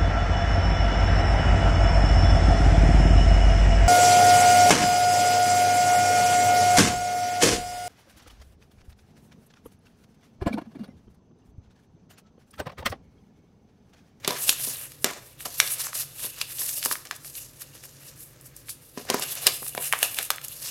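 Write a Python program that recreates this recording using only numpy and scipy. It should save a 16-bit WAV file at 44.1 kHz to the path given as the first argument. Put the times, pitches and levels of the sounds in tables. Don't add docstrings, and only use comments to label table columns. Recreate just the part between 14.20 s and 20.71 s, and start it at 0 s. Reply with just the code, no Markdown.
import sys
import numpy as np
from scipy import signal
from scipy.fft import rfft, irfft
from scipy.io import wavfile

SR = 44100
rng = np.random.default_rng(int(sys.argv[2]) if len(sys.argv) > 2 else 0)


def materialize(psi):
    bounded = np.clip(np.atleast_2d(psi).T, -1, 1)
    quanta = np.round(bounded * 32767).astype(np.int16)
    wavfile.write(sys.argv[1], SR, quanta)


N = 287046
TRAVEL_S = 0.001


def from_db(db):
    return 10 ** (np.asarray(db, float) / 20)


def rms_one(x):
    return x / np.sqrt(np.mean(x ** 2, axis=-1, keepdims=True) + 1e-20)


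def peak_one(x):
    return x / (np.max(np.abs(x)) + 1e-20)


def drift(rate_hz):
    pole = np.exp(-2 * np.pi * rate_hz / SR)
    noise = rng.standard_normal(N + SR)
    slow = signal.lfilter([1], [1, -2 * pole, pole * pole], noise)
    return rms_one(slow[SR:])


def resonance(x, hz, width_hz):
    r = np.exp(-np.pi * width_hz / SR)
    zeros = [(1 - r * r) / 2, 0, (r * r - 1) / 2]
    poles = [1, -2 * r * np.cos(2 * np.pi * hz / SR), r * r]
    return signal.lfilter(zeros, poles, x)


def band(x, low_hz, high_hz):
    sos = signal.butter(2, [low_hz, high_hz], "band", fs=SR, output="sos")
    return signal.sosfilt(sos, x)


def background():
    # (f/Hz, relative level/dB per Hz)
    air_spectrum = [(18, -65), (30, -6.5), (134, 3.5), (210, -9), (280, -2.5), (437, -9.5), (499, -3.5),
                    (684, -17), (7470, -25), (8080, -57), (11400, -35), (13000, -22), (16000, -26.5)]
    # (f/Hz, width of each of two passes/Hz, rms level/dB)
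    hum_bands = [(49.5, 5.2, -68.5), (118.6, 31, -61), (142.3, 6.1, -60)]
    air_rms_db = -55.5
    hz, level_db = np.transpose(air_spectrum)
    bins_hz = np.maximum(np.fft.rfftfreq(N, 1 / SR), 1)
    shape_db = np.interp(np.log(bins_hz), np.log(hz), level_db)
    air = irfft(rfft(rng.standard_normal(N)) * from_db(shape_db), N)
    out = from_db(air_rms_db) * rms_one(air)
    for f_hz, width_hz, rms_db in hum_bands:
        once = resonance(rng.standard_normal(N), f_hz, width_hz)
        out = out + from_db(rms_db) * rms_one(resonance(once, f_hz, width_hz))
    return out


def room(x):
    t60_s, wall_cut_hz = 0.65, 8200
    t = np.arange(SR // 2) / SR
    pole = np.exp(-2 * np.pi * wall_cut_hz / SR)
    noise = rng.standard_normal((2, len(t))) * (t > 0.004)
    tail = signal.lfilter([1 - pole], [1, -pole], noise[0]) * from_db(-60 * t / t60_s)
    tail += 1.67 * noise[1] * from_db(-60 * t / (0.55 * t60_s))
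    return signal.fftconvolve(x, tail / np.sqrt(np.sum(tail ** 2)))[:N]


def knocks():
    # (t/s, peak before mic band/dB, f of best-driven modes/Hz)
    low_knocks = [(0.047, -31, 409), (0.076, -11.5, 414), (0.104, -18, 640), (0.29, -27.5, 330),
                  (0.395, -35.5, 549), (0.472, -27.5, 180), (0.842, -12.5, 375), (0.91, -26, 600),
                  (1.256, -23, 640), (2.043, -29, 505), (2.414, -34, 640), (2.657, -22.5, 503),
                  (2.71, -25, 587), (4.773, -19.5, 243), (4.898, -11.5, 630), (4.941, -11, 450),
                  (5.264, -19.5, 443), (5.42, -30.5, 514), (5.547, -28, 546), (5.576, -20.5, 523),
                  (5.826, -27, 580)]
    # (f/Hz, level/dB, t60 before cap and thud/s)
    knock_modes = [(204, -26, .07), (247, 2, 0.058), (274, 10.5, 0.034), (403.5, 9, 0.1), (495, 10, 0.07),
                   (596, 2, 0.19), (696, 7.5, 0.17), (800, 0, 0.031), (983, 12.5, 0.093),
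                   (1060, -13, 0.062)]
    scuffle_t60_s, t60_cap_s, scuffle_per_s, mic_low_hz = 0.23, 0.15, 250, 130
    out, t = np.zeros(N + SR), np.arange(SR // 4) / SR
    hz, level_db, t60_s = np.transpose(knock_modes)[:, :, None]
    decay = from_db(level_db - 60 * t / np.minimum(t60_s, t60_cap_s))
    rings = np.sin(2 * np.pi * hz * t) * decay * (1 - np.exp(-t / 0.0004))
    thud = from_db(-60 * t / 0.046) + 0.24
    lucks_db = rng.normal(0, 2, (len(low_knocks), len(knock_modes)))
    shape = (len(low_knocks), len(t))
    scuffles = rng.standard_normal(shape) * (rng.random(shape) < scuffle_per_s / SR)
    for (s, peak_db, best_hz), luck_db, scuffle in zip(low_knocks, lucks_db, scuffles):
        strength = from_db(luck_db - 8 * np.abs(np.log2(hz[:, 0] / best_hz)))
        clicks = 0.24 * scuffle * from_db(-60 * t / scuffle_t60_s)
        clicks[0] = 1
        knock = signal.fftconvolve(clicks, (strength @ rings) * thud)[:len(t)]
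        at = round((s + 2 * TRAVEL_S) * SR)
        out[at:at + len(t)] += from_db(peak_db) * peak_one(knock)
    return band(band(out[:N], mic_low_hz, 7400), mic_low_hz, 7900)


def touch_db(rustle_db, bright_db):
    flex_db = rustle_db - 6.5 - 0.88 * bright_db
    return np.array([rustle_db + bright_db, rustle_db, flex_db])


def pressure():
    # (t/s, rustle level/dB, brightness/dB)
    holding = [(0.0, -63, -7), (0.11, -50, -3), (0.29, -44, -4), (0.45, -45, 0), (0.65, -57, -8),
               (1.01, -75, -4), (1.25, -51, 0), (1.4, -41, 6.5), (1.63, -47.5, -0.5), (1.79, -57, -10),
               (2.01, -51.5, 8), (2.3, -63, -1), (2.59, -46.5, 4), (2.85, -60.5, 0), (3.84, -56.5, -2),
               (4.31, -70.5, -14.5), (4.8, -59, 5), (4.97, -39, -6), (5.51, -63, 18), (5.76, -49, 6),
               (6.05, -42.5, 6), (6.2, -84, -6), (6.51, -36.5, -1)]
    # (t of top/s, rise/ms, fall/ms, rustle level/dB, brightness/dB)
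    swells = [(0.051, 11, 13, -45.5, -15.5), (0.081, 4, 89, -33, -5), (0.235, 42, 29, -36, 11),
              (0.296, 21, 22, -27, 4.5), (0.432, 28, 53, -31.5, 6.5), (0.54, 84, 96, -39.5, 4.5),
              (0.637, 72, 13, -47, 10.5), (0.824, 24, 15, -57.5, 13), (0.848, 1.8, 63, -37, -12.5),
              (1.066, 74, 61, -60.5, 8), (1.206, 7.2, 23, -38.5, 4.5), (1.257, 4.4, 12, -28, -3),
              (1.408, 4, 51, -36, -10), (1.54, 64, 11, -41.5, 14.5), (1.608, 18, 13, -34, 5),
              (1.657, 32, 15, -33.5, 2), (1.754, 11.5, 39, -31.5, 4), (1.809, 27, 30, -40, 7.5),
              (2.042, 43, 45, -36, 3.5), (2.219, 51, 27, -39, 0.5), (2.32, 47, 13, -42.5, 4.5),
              (2.409, 31, 35, -35, 7), (2.499, 51, 40, -35, 7.5), (2.574, 20, 33, -41.5, 9.5),
              (2.657, 16, 21, -30.5, 5), (2.726, 23, 23, -35.5, 8), (2.858, 4.6, 23, -48, -7),
              (2.917, 6, 19, -45, -12), (2.965, 23, 24, -49.5, 3), (3.079, 30, 24, -45, 6.5),
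              (3.182, 37, 52, -41.5, 6), (3.421, 13, 14, -43, 4.5), (3.556, 14, 13, -44.5, 0.5),
              (3.651, 22, 13, -45, 1.5), (3.709, 36, 22, -54, 2), (3.872, 33, 21, -48, 5.5),
              (4.018, 28, 49, -52.5, 12), (4.218, 8, 36, -66, 12), (4.264, 12, 19, -53, 10),
              (4.371, 11, 34, -56.5, 8), (4.5, 14.4, 19.5, -42.5, 8.5), (4.661, 27, 36, -57.5, 9.5),
              (4.778, 6.9, 36, -44, -6), (4.907, 15.6, 11, -30, -9.5), (4.943, 19, 12, -32.5, -12.5),
              (5.03, 14, 17, -32, -1), (5.124, 34, 12, -36, 6.5), (5.163, 4, 58, -35, -1.5),
              (5.226, 10, 37, -34.5, 3.5), (5.271, 7.5, 17.7, -21.5, -5.5), (5.344, 21, 38, -37.5, 7.5),
              (5.483, 47, 6.3, -41.5, 8.5), (5.664, 78, 43, -36, 4.5), (5.736, 6.1, 21, -33.5, -14),
              (5.838, 29, 35, -27.5, 1.5), (5.995, 16, 20, -31, -3.5), (6.112, 2, 22, -34, -7.5),
              (6.248, 12, 14, -37, 3.5), (6.337, 53, 31, -45.5, 6), (6.368, 22, 9.8, -45, 6),
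              (6.463, 39, 96, -38.5, 7)]
    step_db, shortest_ms, reach_s = 8.5, 2, 0.3
    t = np.arange(N) / SR
    s, *columns = np.transpose(holding)
    power = from_db(touch_db(*[np.interp(t, s, c) for c in columns])) ** 2
    for top_s, rise_ms, fall_ms, rustle_db, bright_db in swells:
        near = slice(max(round((top_s - reach_s) * SR), 0), round((top_s + reach_s) * SR))
        side_ms = np.where(t[near] < top_s, max(rise_ms, shortest_ms), max(fall_ms, shortest_ms))
        steps = np.abs(t[near] - top_s) * 1e3 / side_ms
        swell_db = touch_db(rustle_db, bright_db)[:, None] - step_db * steps ** 1.044
        power[:, near] += from_db(swell_db) ** 2
    return np.sqrt(power)


def bend():
    # (t/s, f/Hz)
    bend_path = [(0.0, 5200), (0.1, 4300), (0.4, 3840), (0.84, 4430), (1.25, 3600), (1.4, 5600),
                 (1.5, 4360), (1.75, 4440), (2.21, 3130), (2.4, 4250), (2.55, 4700), (3.2, 4950),
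                 (4.3, 5000), (4.9, 4350), (5.03, 3500), (5.3, 3540), (5.6, 2670), (5.99, 2920),
                 (6.1, 3400), (6.51, 3600)]
    wander_oct = 0.19
    path_hz = np.interp(np.arange(N) / SR, *np.transpose(bend_path))
    return path_hz * 2 ** (wander_oct * drift(5.3))


def ticks(rustle_gain):
    count, over_rustle_db, spread_db = 60, 14.5, 1.5
    mid_flap_hz, mid_flap_db, mid_edge_db = 1900, -7, 10
    when_s = rng.random(count) * (N - 100) / SR
    luck = rng.standard_normal((count, 4))
    around_db = 20 * np.log10(rustle_gain[(when_s * SR).astype(int)])
    peak_db = around_db + over_rustle_db + spread_db * luck[:, 0]
    flap_hz = mid_flap_hz * 2 ** (0.42 * np.tanh(luck[:, 1]))
    flap_db = mid_flap_db + 4 * luck[:, 2]
    edge_db = mid_edge_db + 6 * luck[:, 3]
    return list(zip(when_s, peak_db, flap_hz, flap_db, edge_db))


def snaps(bursts, bend_hz):
    t60_ms = 14.8
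    out, t = np.zeros(N + 4096), np.arange(1024) / SR
    noises = rng.standard_normal((len(bursts), len(t)))
    for (s, peak_db, flap_hz, flap_db, edge_db), noise in zip(bursts, noises):
        burst = noise * from_db(-60e3 * t / t60_ms) * (1 - np.exp(-t / 0.0004))
        burst[4] += 4.23 * np.sign(noise[0])
        heave = 0.35 * burst
        heave[4] = 2 * burst[4]
        at = round((s + TRAVEL_S) * SR)
        flap = band(heave, flap_hz / 1.3, flap_hz * 1.6)
        sheet = band(burst, bend_hz[at] / 1.55, bend_hz[at] * 1.505)
        edge = band(burst, 7430, 14040)
        mix = from_db([flap_db, 0, edge_db]) @ rms_one(np.array([flap, -sheet, edge]))
        out[at:at + len(t)] += from_db(peak_db) * peak_one(mix)
    return out[:N]


def grains(per_s, spread_db):
    sizes_db = spread_db * np.minimum(rng.exponential(1, N), 5)
    clicks = from_db(sizes_db) * rng.choice([-1, 1], N)
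    return clicks * (rng.random(N) < per_s / SR)


def rustle(modes, per_s, spread_db, patchy_db, clump, favour_db=lambda hz: 0):
    out = 0
    for hz, width_hz, level_db in modes:
        once = resonance(grains(per_s, spread_db), hz, width_hz)
        rung = resonance(once, hz, width_hz * 2)
        out = out + rms_one(rung) * from_db(level_db + patchy_db * drift(10.9) + favour_db(hz))
    return rms_one(out * clump)


def rustling(gains, bend_hz):
    # (f/Hz, first-pass width/Hz, relative level/dB)
    skin_modes = [(7960, 570, -13.5), (10320, 4000, 1), (11500, 2030, -1.5), (13350, 640, -8.5),
                  (14500, 1600, -13.5)]
    sheet_modes = [(2726, 410, 1), (3630, 1220, -0.5), (4940, 2370, 3.5), (5240, 2500, -22),
                   (6580, 2900, 6.5)]
    flex_modes = [(525, 460, -0.5), (990, 620, -4.5), (1520, 1380, 5), (2370, 1500, -14)]
    clump = from_db(1.88 * drift(26.3) + 1.0 * drift(120))

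    def near_bend_db(hz):
        return -8 * np.minimum(np.abs(np.log2(hz / bend_hz)), 1)

    skin = rustle(skin_modes, per_s=15000, spread_db=3.0, patchy_db=2.2, clump=clump)
    sheet = rustle(sheet_modes, per_s=5000, spread_db=3.8, patchy_db=2.5, clump=clump,
                   favour_db=near_bend_db)
    flex = rustle(flex_modes, per_s=4000, spread_db=3.0, patchy_db=2.2, clump=clump)
    return np.sum(gains * [skin, sheet, flex], axis=0)


def scene():
    # (t/s, peak level/dB, flap f/Hz, flap over sheet/dB, edge over sheet/dB)
    main_bursts = [(0.046, -15.5, 1070, -12, -22), (0.076, -3, 710, -5.5, -2),
                   (0.106, -12.5, 689, -16, -11), (0.292, 4, 1800, -10, -3), (0.301, -6, 1860, 0, 22),
                   (0.326, -10, 1190, 10, 19), (0.398, -22, 1820, 9, 7), (0.718, -28.5, 1780, -1, 5),
                   (0.843, 1, 1700, -5.5, 1), (0.909, -20, 969, 1, 3), (0.933, -22, 1610, -2, -5),
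                   (1.205, -26, 1760, 16, 0), (1.254, -25, 830, 14, 1), (1.4, 7, 1720, -0.9, -9.5),
                   (1.475, -15.5, 1570, -30, -9), (1.602, -24, 1110, 6, 9), (1.668, -16, 1080, 7, 5),
                   (1.73, -22, 1260, 8, -15), (1.75, -17, 1180, -6, 17), (1.994, -26, 1720, 11, 12),
                   (2.213, -8, 970, -15.5, -8.5), (2.384, -19, 1600, -15, -12),
                   (2.417, -18, 1500, -0.5, -1), (2.491, -14, 1740, -11, -22), (2.627, -14.5, 1850, -2, -5),
                   (2.638, -13, 1700, -12, 5), (2.649, -6, 1730, -15, 16), (2.658, -4, 1060, 12, 17),
                   (2.712, -12.5, 1230, 14, -1), (2.725, -16, 1170, 19, 21), (2.754, -18.5, 1380, 15, 0),
                   (2.852, -23, 1770, 6, 9), (2.87, -27.5, 517, -17, -26), (2.91, -11, 1380, 7, -4.5),
                   (2.962, -24, 1430, -1, 23), (3.046, -26, 1640, -3.5, -16), (3.152, -27, 1850, -17, -11),
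                   (3.418, -28, 1570, 12, 13), (3.55, -36, 501, 0, -10), (3.637, -26.5, 1710, 0, 0),
                   (4.21, -31.5, 501, 1, 35), (4.259, -38, 509, 14, 17), (4.364, -24, 571, 11, 32),
                   (4.484, -29, 1880, 13, -1), (4.492, -20, 1540, 13, 18), (4.775, -25, 1160, 13, 5),
                   (4.851, -27.5, 603, 12, 13), (4.9, -3, 686, -11, -5), (4.943, -7, 950, 31, 28),
                   (4.995, -14.5, 600, 22, 25), (5.022, -13, 1600, -14, -10), (5.033, -22, 1700, -20, -15),
                   (5.152, -15, 1850, -13, 26), (5.267, 6.5, 1930, -17, 0.5), (5.273, -1.5, 1850, -4, 1),
                   (5.295, -19, 1900, -3, 0), (5.428, -27, 870, 28, 10), (5.464, -21.5, 920, -2, 3),
                   (5.492, -18, 496, -7, 15), (5.549, -14.5, 1070, 13, 15), (5.576, -15.5, 535, 1.5, -18),
                   (5.725, -2, 1580, 2, -1.5), (5.734, -6, 970, 7, -6), (5.788, -15, 1750, -8, 11),
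                   (5.828, 1.5, 624, -13, 2.5), (5.944, -16.5, 1870, -8, 6), (5.986, -7, 1560, -2.5, 0.5),
                   (6.027, -11.5, 1600, 0, 16), (6.103, 0, 1020, 1.5, 2.5), (6.159, -21, 860, 1, 21),
                   (6.182, -20.5, 1700, 23, -16), (6.214, -25, 1840, 2, 6), (6.246, -16, 1650, 4, 26),
                   (6.282, -16.5, 1400, -12, 20)]
    table_echo_s, table_echo_db, room_db = 0.0017, -17, -13.5
    gains, bend_hz = pressure(), bend()
    paper = rustling(gains, bend_hz) + snaps(main_bursts + ticks(gains[1]), bend_hz)
    lag = round(table_echo_s * SR)
    paper[lag:] += from_db(table_echo_db) * paper[:-lag]
    near = paper + knocks()
    return (near + from_db(room_db) * room(near) + background())[None]


def record(dry):
    cutoff_hz = 16250
    sos = signal.ellip(10, 0.5, 70, cutoff_hz - 150, fs=SR, output="sos")
    return np.clip(signal.sosfilt(sos, np.clip(dry, -1, 1)), -1, 1)


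dry = scene()
out = record(dry)
materialize(out)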